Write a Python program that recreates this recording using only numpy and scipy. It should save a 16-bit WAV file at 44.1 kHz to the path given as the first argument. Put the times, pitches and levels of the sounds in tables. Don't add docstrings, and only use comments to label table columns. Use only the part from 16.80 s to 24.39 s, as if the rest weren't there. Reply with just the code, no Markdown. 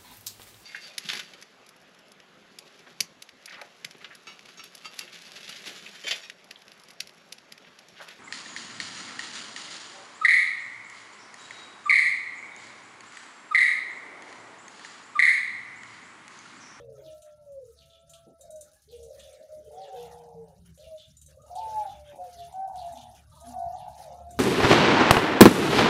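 import sys
import numpy as np
from scipy import signal
from scipy.fft import rfft, irfft, next_fast_len
from scipy.io import wavfile
from scipy.ndimage import uniform_filter1d, map_coordinates

SR = 44100
rng = np.random.default_rng(int(sys.argv[2]) if len(sys.argv) > 2 else 0)


def makeup_ratio(level_db):
    decades = np.asarray(level_db, float) / 20
    return 10 ** decades


def dump(signal):
    limited = np.clip(np.atleast_2d(signal).T, -1, 1)
    pcm = np.round(limited * 32767).astype(np.int16)
    wavfile.write(sys.argv[1], SR, pcm)


N = 334719
TIME = np.arange(N) / SR


def unit(x):
    return x / np.sqrt(np.mean(x ** 2) + 1e-20)


def along(points, hz):
    f, v = np.transpose(points)
    return np.interp(np.log(hz + 1), np.log(f + 1), v)


def curves(rows):
    s, *columns = np.transpose(rows)
    return [np.interp(TIME, s, column) for column in columns]


def wobble(rate):
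    knots = rng.standard_normal(int(8 * 200) + 4)
    return map_coordinates(knots, [TIME * min(rate, 199)])


def coloured(x, spectrum):
    m = next_fast_len(len(x) + 8192)
    closed = [(spectrum[0][0] * .8, -120), *spectrum, (spectrum[-1][0] * 1.2, -120)]
    gain = makeup_ratio(along(closed, np.fft.rfftfreq(m, 1 / SR)))
    return unit(irfft(rfft(x, m) * gain, m)[:len(x)])


def rush(spectrum, patchy_db, bins, frames):
    z = signal.stft(rng.standard_normal(N), nperseg=512)[2]
    field = uniform_filter1d(rng.standard_normal(z.shape), bins, axis=0)
    field = uniform_filter1d(field, frames, axis=1)
    patchy = signal.istft(z * makeup_ratio(patchy_db * unit(field)), nperseg=512)[1][:N]
    return coloured(patchy, spectrum)


def swell(s, length, rise, point):
    span = np.arange(max(round(s * SR), 0), min(round((s + length) * SR), N))
    u = np.clip((span / SR - s) / length, 0, 1)
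    warp = np.log(.5) / np.log(np.clip(rise, .05, .95))
    return span, u, np.abs(np.sin(np.pi * u ** warp)) ** point


# start_s, pitch_hz, level_db
LEAD_NOTE = [
    (4.775, 855, -38),
    (4.81, 890.5, -35.5),
    (4.94, 868.3, -35),
    (4.981, 856, -29.5),
    (5.003, 848, -33.5),
    (5.022, 836, -31.5),
    (5.036, 825, -36),
]


def lead():
    hz, db = curves(LEAD_NOTE)
    to_nearer_end = np.minimum(TIME - LEAD_NOTE[0][0], LEAD_NOTE[-1][0] - TIME)
    held = np.clip(to_nearer_end / .008 + 1, 0, 1)
    return np.sqrt(2) * makeup_ratio(db) * held * np.sin(2 * np.pi * np.cumsum(hz) / SR)


# time_after_start_s, pitch_hz
PHRASE_PITCH = [
    (0, 641.5),
    (.16, 615),
    (.4, 592),
    (.52, 559),
    (.62, 502),
    (.74, 420),
]
PHRASE_TIMES = [
    0.217,
    2.575,
    4.87,
]


def phrase_hz(t):
    start = max(s for s in PHRASE_TIMES if s < t[-1])
    return np.interp(t - start, *np.transpose(PHRASE_PITCH))


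def whistles(rows, octave_db, waver, flutter_db, rise, point):
    out = np.zeros(N)
    drift = 1 + waver * wobble(35 + 2500 * waver)
    flutter = makeup_ratio(flutter_db * wobble(35 + 1500 * waver))
    scoop = 0.033
    for s, length, db, *ends in rows:
        span, u, arch = swell(s, length, rise, point)
        if ends:
            hz = np.interp(u, [0, 1], ends) * (1 - scoop * (1 - arch))
        else:
            hz = phrase_hz(span / SR)
        phase = 2 * np.pi * np.cumsum(hz * drift[span]) / SR
        tone = np.sin(phase) + makeup_ratio(octave_db) * np.sin(2 * phase)
        out[span] += np.sqrt(2) * makeup_ratio(db) * arch * flutter[span] * tone
    return out


# start_s, length_s, level_db
PHRASE_SYLLABLES = [(.2, 0.22, -51), (.42, 0.14, -52.5), (.57, 0.1, -57), (.66, 0.14, -41),
                    (.79, 0.079, -47.5), (.86, 0.057, -53.5), (2.58, 0.091, -54.5), (2.685, 0.16, -46.5),
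                    (2.85, 0.095, -52), (2.99, 0.14, -43.5), (3.12, 0.048, -48), (4.87, 0.1, -53.5),
                    (4.95, 0.14, -48.5), (5.12, 0.16, -54), (5.26, 0.12, -47), (5.38, 0.042, -44),
                    (5.44, 0.065, -50)]
# start_s, length_s, level_db, first_hz, last_hz
LOW_NOTES = [(-.08, 0.31, -51, 508, 412), (-.04, 0.15, -49, 580, 538), (.05, 0.19, -57, 575, 565),
             (1.59, 0.076, -59, 523, 640), (1.63, 0.13, -52.5, 697, 631), (1.685, 0.16, -47.5, 632, 605),
             (1.88, 0.1, -69.5, 634, 628), (2.075, 0.063, -57.5, 409, 495), (2.122, 0.054, -43.5, 478, 478),
             (2.18, 0.13, -48.5, 472.6, 456), (3.14, 0.156, -42, 486, 476), (3.22, 0.47, -53, 486, 461.5),
             (3.55, 0.12, -46.5, 461.5, 451), (3.98, 0.081, -55, 563, 685), (4.06, 0.13, -46.5, 657.3, 614),
             (4.09, 0.076, -60, 631, 631), (4.21, 0.097, -68.5, 606, 662)]
# start_s, length_s, level_db, first_hz, last_hz
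HIGH_NOTES = [(2.93, 0.15, -46, 721, 805), (3.09, 0.1, -43.5, 778, 743), (4.7, 0.11, -40.5, 702.7, 741),
              (4.75, 0.052, -37.5, 752, 770), (5.05, 0.04, -36.5, 810, 770), (5.09, 0.022, -37, 820, 790),
              (5.385, 0.05, -39.5, 722, 722), (5.41, 0.068, -41.5, 722, 718), (5.49, 0.09, -49, 712, 705),
              (5.57, 0.095, -45, 700, 690), (5.84, 0.064, -44.5, 685, 726), (5.968, 0.034, -40.5, 725, 742),
              (6.01, 0.095, -40, 700, 682), (6.11, 0.048, -43.5, 691, 674), (6.61, 0.12, -46.5, 673, 726),
              (6.755, 0.155, -38.5, 700, 690), (6.955, 0.11, -46, 741, 725), (7.13, 0.13, -51.5, 738, 758),
              (7.21, 0.1, -47, 721, 572), (7.29, 0.23, -47, 712, 691), (7.45, 0.24, -46, 717, 683)]
# start_s, length_s, level_db, first_hz, last_hz
WARM_NOTES = [
    (5.735, 0.165, -32.5, 765, 776),
    (5.893, 0.035, -39, 770, 760),
    (5.94, 0.035, -39, 745, 730),
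    (6.73, 0.185, -35, 750, 748),
    (6.915, 0.045, -39, 735, 745),
]
# start_s, length_s, level_db, first_hz, last_hz
REEDY_NOTES = [
    (.25, 0.444, -65, 667, 681),
    (.96, 0.68, -64.5, 667, 667),
]
# start_s, length_s, level_db, first_hz, last_hz
FAR_NOTES = [
    (2.82, 0.4, -49.5, 455, 435),
    (4.8, 0.2, -55, 490, 470),
    (4.58, 0.133, -60, 1190, 1300),
    (3.26, 0.567, -58, 590, 570),
    (6.51, 0.17, -58, 990, 890),
    (6.45, 0.45, -62.5, 620, 600),
]
# start_s, length_s, level_db, first_hz, last_hz
MURMUR_NOTES = [(1.0, 0.5, -66, 565, 575), (1.1, 0.12, -74, 450, 420), (0.57, 0.12, -78, 900, 910),
                (0.19, 0.08, -76, 870, 910), (0.18, 0.2, -70, 340, 310), (.8, .13, -54, 470, 455),
                (.13, 0.071, -76, 1400, 1260), (0.85, 0.14, -78, 1300, 1270), (1.33, 0.08, -72, 1170, 1140),
                (1.84, 0.16, -74, 810, 810), (2.1, 0.04, -72, 800, 800), (2.19, 0.04, -69, 800, 800),
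                (2.27, 0.04, -69, 800, 800), (3.66, 0.081, -61, 440, 425), (3.74, 0.19, -67, 410, 385),
                (5.55, 0.16, -62.5, 430, 420), (1.18, .13, -77, 3600, 3550), (7.26, 0.19, -71, 1270, 1270),
                (7.36, .1, -66, 1340, 1370), (7.3, 0.156, -69, 1100, 1080), (6.5, 0.16, -65, 1270, 1260),
                (6.47, 0.13, -65, 1170, 1180), (6.66, 0.12, -65, 1150, 1110), (6.91, 0.05, -71, 1170, 1170),
                (1.65, 0.22, -78, 1400, 1640), (1.93, .09, -77, 1680, 1660), (4.278, .02, -66, 7150, 7150)]


def clear_coos():
    clear = lead()
    clear += whistles(PHRASE_SYLLABLES, octave_db=-48, waver=0.003, flutter_db=.6, rise=0.5, point=0.65)
    clear += whistles(LOW_NOTES, octave_db=-51, waver=.003, flutter_db=1.1, rise=.42, point=.7)
    clear += whistles(HIGH_NOTES, octave_db=-62, waver=.003, flutter_db=1.5, rise=0.47, point=0.6)
    clear += whistles(WARM_NOTES, octave_db=-33, waver=0.003, flutter_db=1.1, rise=.52, point=.7)
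    clear += whistles(REEDY_NOTES, octave_db=-12, waver=0.006, flutter_db=3, rise=0.51, point=0.31)
    far = whistles(FAR_NOTES, octave_db=-40, waver=.038, flutter_db=4, rise=.45, point=.6)
    murmur = whistles(MURMUR_NOTES, octave_db=-40, waver=.016, flutter_db=5, rise=.45, point=.6)
    return clear + makeup_ratio(-5) * far + makeup_ratio(-3) * murmur


def roll(rows, throat, rate, breath, point, clean):
    cycle = np.cumsum(rate * makeup_ratio(1.6 * wobble(25))) / SR
    puffs = (.5 + .5 * np.cos(2 * np.pi * cycle)) ** 3
    beats = (np.diff(np.floor(cycle), prepend=0) > 0) * makeup_ratio(3.1 * wobble(70))
    source = unit((puffs + breath) * rng.standard_normal(N)) + clean * unit(beats)
    level = np.zeros(N)
    for s, length, db, rise in rows:
        span, _, arch = swell(s, length, rise, point)
        level[span] += makeup_ratio(db) * arch
    return level * coloured(source, throat)


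# start_s, length_s, level_db, rise_share (of the length before the peak)
DEEP_ROLLS = [
    (-.05, 0.41, -57.5, 0.44),
    (1.595, 0.38, -62, 0.1),
    (2.07, 0.72, -54.5, 0.51),
    (2.28, 0.14, -64, 0.22),
    (2.62, 0.76, -60, 0.56),
    (3.975, 0.16, -58, 0.16),
    (4.42, .53, -56.5, 0.62),
    (7.17, 0.32, -57.5, 0.4),
]
# start_s, length_s, level_db, rise_share
HIGH_ROLLS = [
    (2.5, 0.16, -78, 0.79),
    (2.9, 0.4, -56.5, 0.37),
    (3.15, 0.63, -55.5, 0.22),
    (4.65, 0.29, -52, 0.5),
    (5.05, 0.16, -50.5, 0.056),
    (5.32, 0.22, -57.5, 0.2),
    (5.67, 0.71, -48.5, 0.38),
    (6.59, 0.56, -47, 0.64),
    (7.0, 0.52, -52.5, 0.35),
]
# pitch_hz, level_db
DEEP_RESONANCE = [(360, -35), (430, -14.5), (540, 8), (600, 5), (670, -9.5), (780, -19.5)]
# pitch_hz, level_db
HIGH_RESONANCE = [(320, -100), (540, -30.5), (666, -1), (738, 1.5), (827, 0.5), (900, -3.5), (1080, -26),
                  (1300, -35.5), (1690, -113), (2860, -120)]


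def hoarse_coos():
    deep = roll(DEEP_ROLLS, DEEP_RESONANCE, rate=38, breath=0.12, point=1.0, clean=.8)
    return deep + roll(HIGH_ROLLS, HIGH_RESONANCE, rate=66, breath=0.2, point=0.75, clean=1.5)


# start_s, level_db, pitch_hz, hold_s (before the drop)
SPARROW_CHIRPS = [(0.234, -58, 4300, 0.014), (0.9712, -54.5, 4300, 0.017), (1.095, -55.5, 3584, 0.03),
                  (2.0859, -54.5, 4200, 0.019), (2.396, -55, 3550, 0.03), (3.002, -51.5, 4400, 0.017),
                  (3.1533, -50, 3560, 0.033), (3.9932, -50.5, 4300, 0.01), (4.174, -49, 3600, 0.036),
                  (4.757, -47.5, 4400, 0.02), (5.0624, -50.5, 3500, 0.032), (5.5675, -49, 4300, 0.018),
                  (5.975, -49.5, 4310, 0.017), (6.1518, -50, 3600, 0.043), (6.515, -60, 3915, .07),
                  (6.9588, -50.5, 4300, 0.018)]


def sparrows():
    out, t = np.zeros(N + SR), TIME[:SR // 5]
    chirp_s, drop_s = 0.09, 0.04
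    end_hz, sag_hz_per_s = 2857, 5000
    buzz_depth = 0.11
    shape = np.abs(np.sin(np.pi * np.clip(t / chirp_s, 0, 1) ** .6)) ** .8
    for s, db, hz, hold in SPARROW_CHIRPS:
        trill_depth, trill_hz = rng.uniform(.02, .05), rng.uniform(90, 170)
        trill = trill_depth * np.sin(2 * np.pi * trill_hz * t + rng.uniform(0, 6))
        uneven = 1 + .15 * unit(uniform_filter1d(rng.standard_normal(len(t)), size=400))
        buzz = buzz_depth * np.sin(2 * np.pi * np.cumsum(500 * uneven) / SR)
        drop = np.sin(np.pi / 2 * np.clip((t - hold) / drop_s, 0, 1)) ** 2
        sag = sag_hz_per_s * np.maximum(t - hold - drop_s, 0)
        glide = hz + (end_hz - hz) * drop - sag
        phase = 2 * np.pi * np.cumsum(glide * (1 + trill + buzz)) / SR
        scratch = makeup_ratio(4 * unit(uniform_filter1d(rng.standard_normal(len(t)), size=180)))
        rasp = coloured(rng.standard_normal(len(t)), [(2400, 3.5), (3500, 31.5), (6500, 13.0), (8000, -40)])
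        tone = np.sin(phase) + makeup_ratio(-14) * np.sin(2 * phase) + makeup_ratio(-8) * rasp
        out[round(s * SR):][:len(t)] += makeup_ratio(db - 9) * shape * scratch * tone
    return out[:N]


# start_s, level_db, dull_db (dull part)
WIRE_TICKS = [(0.419, -50, -4.5), (1.295, -46, -17), (1.3348, -49.5, 6), (1.609, -46, -21),
              (1.705, -46, -34), (1.7573, -48.5, -41), (1.8087, -41, -28), (2.2284, -48.5, -10),
              (2.394, -49, 7.5), (2.527, -53, -3), (3.975, -55.5, 1), (4.368, -51, -27),
              (4.414, -45, -13.5), (4.461, -47.5, -30), (4.618, -58, -10), (4.664, -57, -21),
              (4.753, -46.5, -2.5), (5.296, -63, -17), (5.658, -66.5, 3), (5.7234, -55, -1.5),
              (5.9561, -54.5, 3.5), (6.124, -50, -13), (6.1726, -61, 17.5), (6.21, -55, 9),
              (6.497, -61, -24), (6.608, -49.5, -13), (6.683, -51.5, -21), (7.5071, -45.5, -27)]
# pitch_hz, level_db, t60_s
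WIRE_MODES = [(6150, 8, 0.07), (6760, -6, 0.1), (7140, 14, 0.07), (8400, 12, 0.075), (9480, 9, 0.06),
              (3800, 0, 0.2)]
# pitch_hz, level_db
RATTLE_SPECTRUM = [(2350, -44), (3900, -5), (5200, -11), (6200, 5), (8500, 4), (10500, 0), (13100, -4),
                   (15600, -11.5)]


def ticks():
    out, t = np.zeros(N + SR), TIME[:SR // 6]
    for s, db, dull_db in WIRE_TICKS:
        ring = np.zeros(len(t))
        for hz, level, t60 in WIRE_MODES:
            decay = makeup_ratio(level + rng.normal(0, 4) - 60 * t / t60)
            ring += decay * np.sin(2 * np.pi * hz * rng.normal(1, 0.019) * t)
        rattle = coloured(rng.standard_normal(len(t)), RATTLE_SPECTRUM)
        rattle *= makeup_ratio(-60 * t / 0.17) + makeup_ratio(-60 * t / 0.006)
        dull = coloured(rng.standard_normal(len(t)), [(2300, -4.0), (3200, 7.5), (4600, -1.5)])
        dull *= makeup_ratio(dull_db - 60 * t / 0.14)
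        onset = 1 - np.exp(-t / 0.0011)
        out[round(s * SR):][:len(t)] += makeup_ratio(db - 9.5) * onset * (makeup_ratio(-10) * ring + rattle + dull)
    return out[:N]


# start_s, level_db
HUSK_CRACKS = [(0.1257, -56.5), (0.613, -65), (0.6504, -59.5), (0.7206, -55), (0.817, -63), (0.862, -56),
               (1.058, -54.5), (1.934, -49), (2.0205, -51), (2.1137, -50), (2.1678, -55), (2.378, -54),
               (2.7307, -52), (2.8464, -53), (2.916, -50), (3.155, -53), (3.334, -53), (3.5498, -66),
               (3.683, -55.5), (3.847, -65), (3.8681, -62), (4.281, -55), (4.56, -58), (4.8336, -51),
               (4.903, -46), (5.357, -48.5), (5.403, -57.5), (5.439, -50), (5.876, -50.5), (6.06, -49.5),
               (6.35, -48.5), (6.552, -50), (7.001, -69), (7.0838, -49), (7.1527, -49), (7.199, -60),
               (7.329, -56)]
# pitch_hz, level_db
HUSK_SPECTRUM = [(2500, -7), (4500, -9.5), (6500, 2), (8000, -3.5), (10000, 3.5), (13000, -7.5),
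                 (15600, -6)]


def husks():
    out, t = np.zeros(N + SR), TIME[:SR // 6]
    fade = makeup_ratio(-60 * t / 0.008) + 1.25 * makeup_ratio(-60 * t / 0.26)
    for s, db in HUSK_CRACKS:
        crack = coloured(rng.standard_normal(len(t)), HUSK_SPECTRUM)
        out[round(s * SR):][:len(t)] += makeup_ratio(db - 16.0) * fade * crack
    return out[:N]


# start_s, level_db
WIRE_SNAPS = [
    (0.4196, -54),
    (1.3357, -46),
    (5.283, -50),
    (5.9585, -38.5),
    (6.0581, -50),
    (6.175, -35.5),
    (7.5076, -44),
]
# pitch_hz, level_db
SNAP_SPECTRUM = [(1500, -14), (3000, -13), (6000, 0), (9000, -9), (14000, -21)]


def snaps():
    blows = np.zeros(N)
    for s, db in WIRE_SNAPS:
        blows[round(s * SR)] = makeup_ratio(db)
    click = coloured(np.arange(201) == 100, SNAP_SPECTRUM)
    return signal.fftconvolve(blows, click / click.max(), "same")


# start_s, level_db, length_s
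WING_BEATS = [
    (1.465, -48, 0.092),
    (2.598, -56.5, 0.059),
    (2.768, -53, 0.072),
    (5.326, -53.5, 0.13),
    (7.189, -56, 0.026),
    (7.474, -53, 0.31),
]
# pitch_hz, level_db
PUFF_SPECTRUM = [(130, 4.5), (300, 3.5), (650, 0.5), (900, -15)]


def wings():
    out, t = np.zeros(N + SR), TIME[:SR // 5]
    for s, db, length in WING_BEATS:
        shape = np.sin(np.pi * np.clip(t / length, 0, 1) ** 0.45) ** 0.9
        puff = coloured(rng.standard_normal(len(t)), PUFF_SPECTRUM)
        out[round(s * SR):][:len(t)] += makeup_ratio(db - 7.0) * shape * puff
    return out[:N]


# pitch_hz, t60_s
ROOF_DECAY = [(300, 0.25), (1000, 0.35), (4000, 0.33), (12000, 0.066)]


def roof(x):
    hz, t, z = signal.stft(rng.standard_normal(SR // 2), SR, nperseg=256)
    decay = makeup_ratio(-60 * t / along(ROOF_DECAY, hz)[:, None])
    tail = signal.istft(z * decay, SR, nperseg=256)[1]
    delayed = np.pad(x, (300, 0))
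    return signal.fftconvolve(delayed, tail / np.linalg.norm(tail))[:N]


# start_s, level_db
ROAD_LEVEL = [
    (0.0, -68),
    (0.32, -75.5),
    (7.59, -68),
]
# start_s, depth_db
ENGINE_LULLS = [(.48, 14.5), (1.18, 10.5), (1.53, 25.5), (1.97, 26), (2.641, 32.5), (3.06, 23.5),
                (3.46, 8.5), (3.8, 2.5), (4.232, 15), (4.62, -1), (5.401, 14.5), (5.849, 23.5)]
FIRING_LINES = [-1, -9, -8.5, -26.5]
# pitch_hz, level_db
ROAR_SPECTRUM = [(15, -71), (25, -10.5), (65, 8.5), (150, 6.5), (195, 0.5), (241, -2.5), (356, -19.5),
                 (420, -34), (550, -49), (920, -120)]
# start_s, length_s, level_db, first_hz, last_hz
ENGINE_REVS = [
    (-.05, 0.49, -60, 121.2, 147),
    (3.13, 0.44, -59.5, 167.7, 164.7),
    (3.52, 0.22, -55, 164.4, 172),
    (3.75, 0.29, -58.5, 185.2, 155.4),
    (6.1, 0.25, -61.5, 254.5, 229),
    (6.635, 0.18, -50, 250, 232),
]


def engine():
    load_db = -66.5 + 1.5 * TIME
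    lull_s = 0.071
    for s, depth_db in ENGINE_LULLS:
        load_db -= depth_db * np.exp(-((TIME - s) / lull_s) ** 2)
    shaft = np.pi * np.cumsum(72 * (1 + 0.02486 * wobble(7.8))) / SR
    lines = np.zeros(N)
    for k, db in enumerate(FIRING_LINES):
        lines += makeup_ratio(db + 4.2 * wobble(13)) * np.sin((k + 2) * shaft)
    revs = whistles(ENGINE_REVS, octave_db=-25.5, waver=0.018, flutter_db=4, rise=.35, point=1.2)
    swell_db = 0.31 * (load_db - load_db.mean())
    roar_level = makeup_ratio(curves(ROAD_LEVEL)[0] + swell_db + 6.5)
    roar = roar_level * rush(ROAR_SPECTRUM, patchy_db=5.5, bins=3, frames=8)
    return makeup_ratio(load_db + 0.5) * lines + roar + revs


# start_s, length_s, hiss_db, rustle_db
YARD_SWELLS = [(-.03, 0.09, -71, -67), (0.163, 0.14, -72, -75), (0.223, 0.3, -62.5, -90),
               (0.45, 0.11, -71.5, -74), (0.835, 0.39, -67.5, -93), (1.27, 0.25, -64.5, -84.5),
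               (1.58, 0.22, -71, -86), (1.773, 0.41, -67, -83.5), (2.107, 0.45, -64.5, -106),
               (2.317, 0.47, -60, -71.5), (2.684, 0.33, -69, -82.5), (2.91, 0.6, -68.5, -72.5),
               (3.114, 0.47, -62.5, -70), (3.583, 0.56, -78, -91.5), (3.847, 0.096, -68, -70.5),
               (3.92, 0.53, -64, -86), (4.482, 0.084, -64, -70), (4.647, 0.45, -61, -80),
               (4.827, 0.54, -57, -64.5), (5.24, 0.17, -63.5, -62.5), (5.392, 0.55, -59.5, -71),
               (5.916, 0.65, -57.5, -72.5), (6.337, 0.15, -75, -68), (6.484, 0.58, -60, -83.5),
               (6.637, 0.14, -62, -64.5), (6.836, 1, -65.5, -75.5), (7.172, 0.16, -55.5, -73),
               (7.488, 0.57, -61, -71)]
# pitch_hz, level_db
HISS_SPECTRUM = [(1290, -1.5), (2200, -41.5), (3210, -40), (3690, 0), (4950, 1), (5420, 2), (6330, 4.5),
                 (7970, -5.5), (9860, 2.5), (12500, -6.5), (15600, -10)]
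# pitch_hz, level_db
RUSTLE_SPECTRUM = [(280, -2), (900, -15), (1150, -7), (1500, -1.5), (2300, -8), (3800, -6)]


def yard():
    calm_hiss = makeup_ratio(-73.5)
    hiss, rustle = np.full(N, calm_hiss), np.full(N, makeup_ratio(-92))
    for s, length, hiss_db, rustle_db in YARD_SWELLS:
        span, _, arch = swell(s, length, rise=0.26, point=1.69)
        hiss[span] += makeup_ratio(hiss_db) * arch
        rustle[span] += makeup_ratio(rustle_db) * arch
    strikes = (rng.random(N) < 90 / SR) * makeup_ratio(3 * rng.normal(size=N))
    crackle = signal.fftconvolve(strikes, makeup_ratio(-60 * TIME[:SR // 8] / .045))[:N]
    grainy = coloured(crackle * rng.standard_normal(N), HISS_SPECTRUM)
    air = rush(HISS_SPECTRUM, patchy_db=5.5, bins=24, frames=4)
    far = makeup_ratio(-5.0) * (hiss * air + makeup_ratio(-3) * (hiss - calm_hiss / 2) * grainy)
    return far + rustle * makeup_ratio(4.44) * rush(RUSTLE_SPECTRUM, patchy_db=5.5, bins=3, frames=10)


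def scene():
    clear, hoarse = clear_coos(), hoarse_coos()
    chirps, knocks = sparrows(), ticks() + husks() + snaps()
    echoes = roof(makeup_ratio(-9.5) * clear + makeup_ratio(-3.5) * hoarse + makeup_ratio(-3.0) * chirps + makeup_ratio(-9) * knocks)
    return (clear + hoarse + chirps + knocks + echoes + wings() + engine() + yard())[None]


def top_cut(x):
    return signal.sosfilt(signal.butter(12, 15750, fs=SR, output="sos"), x)


def record(dry):
    edge = signal.butter(N=10, Wn=15700, fs=SR, output="sos")
    mix = signal.sosfiltfilt(edge, dry)
    return top_cut(mix)


dry = scene()
out = record(dry)
dump(out)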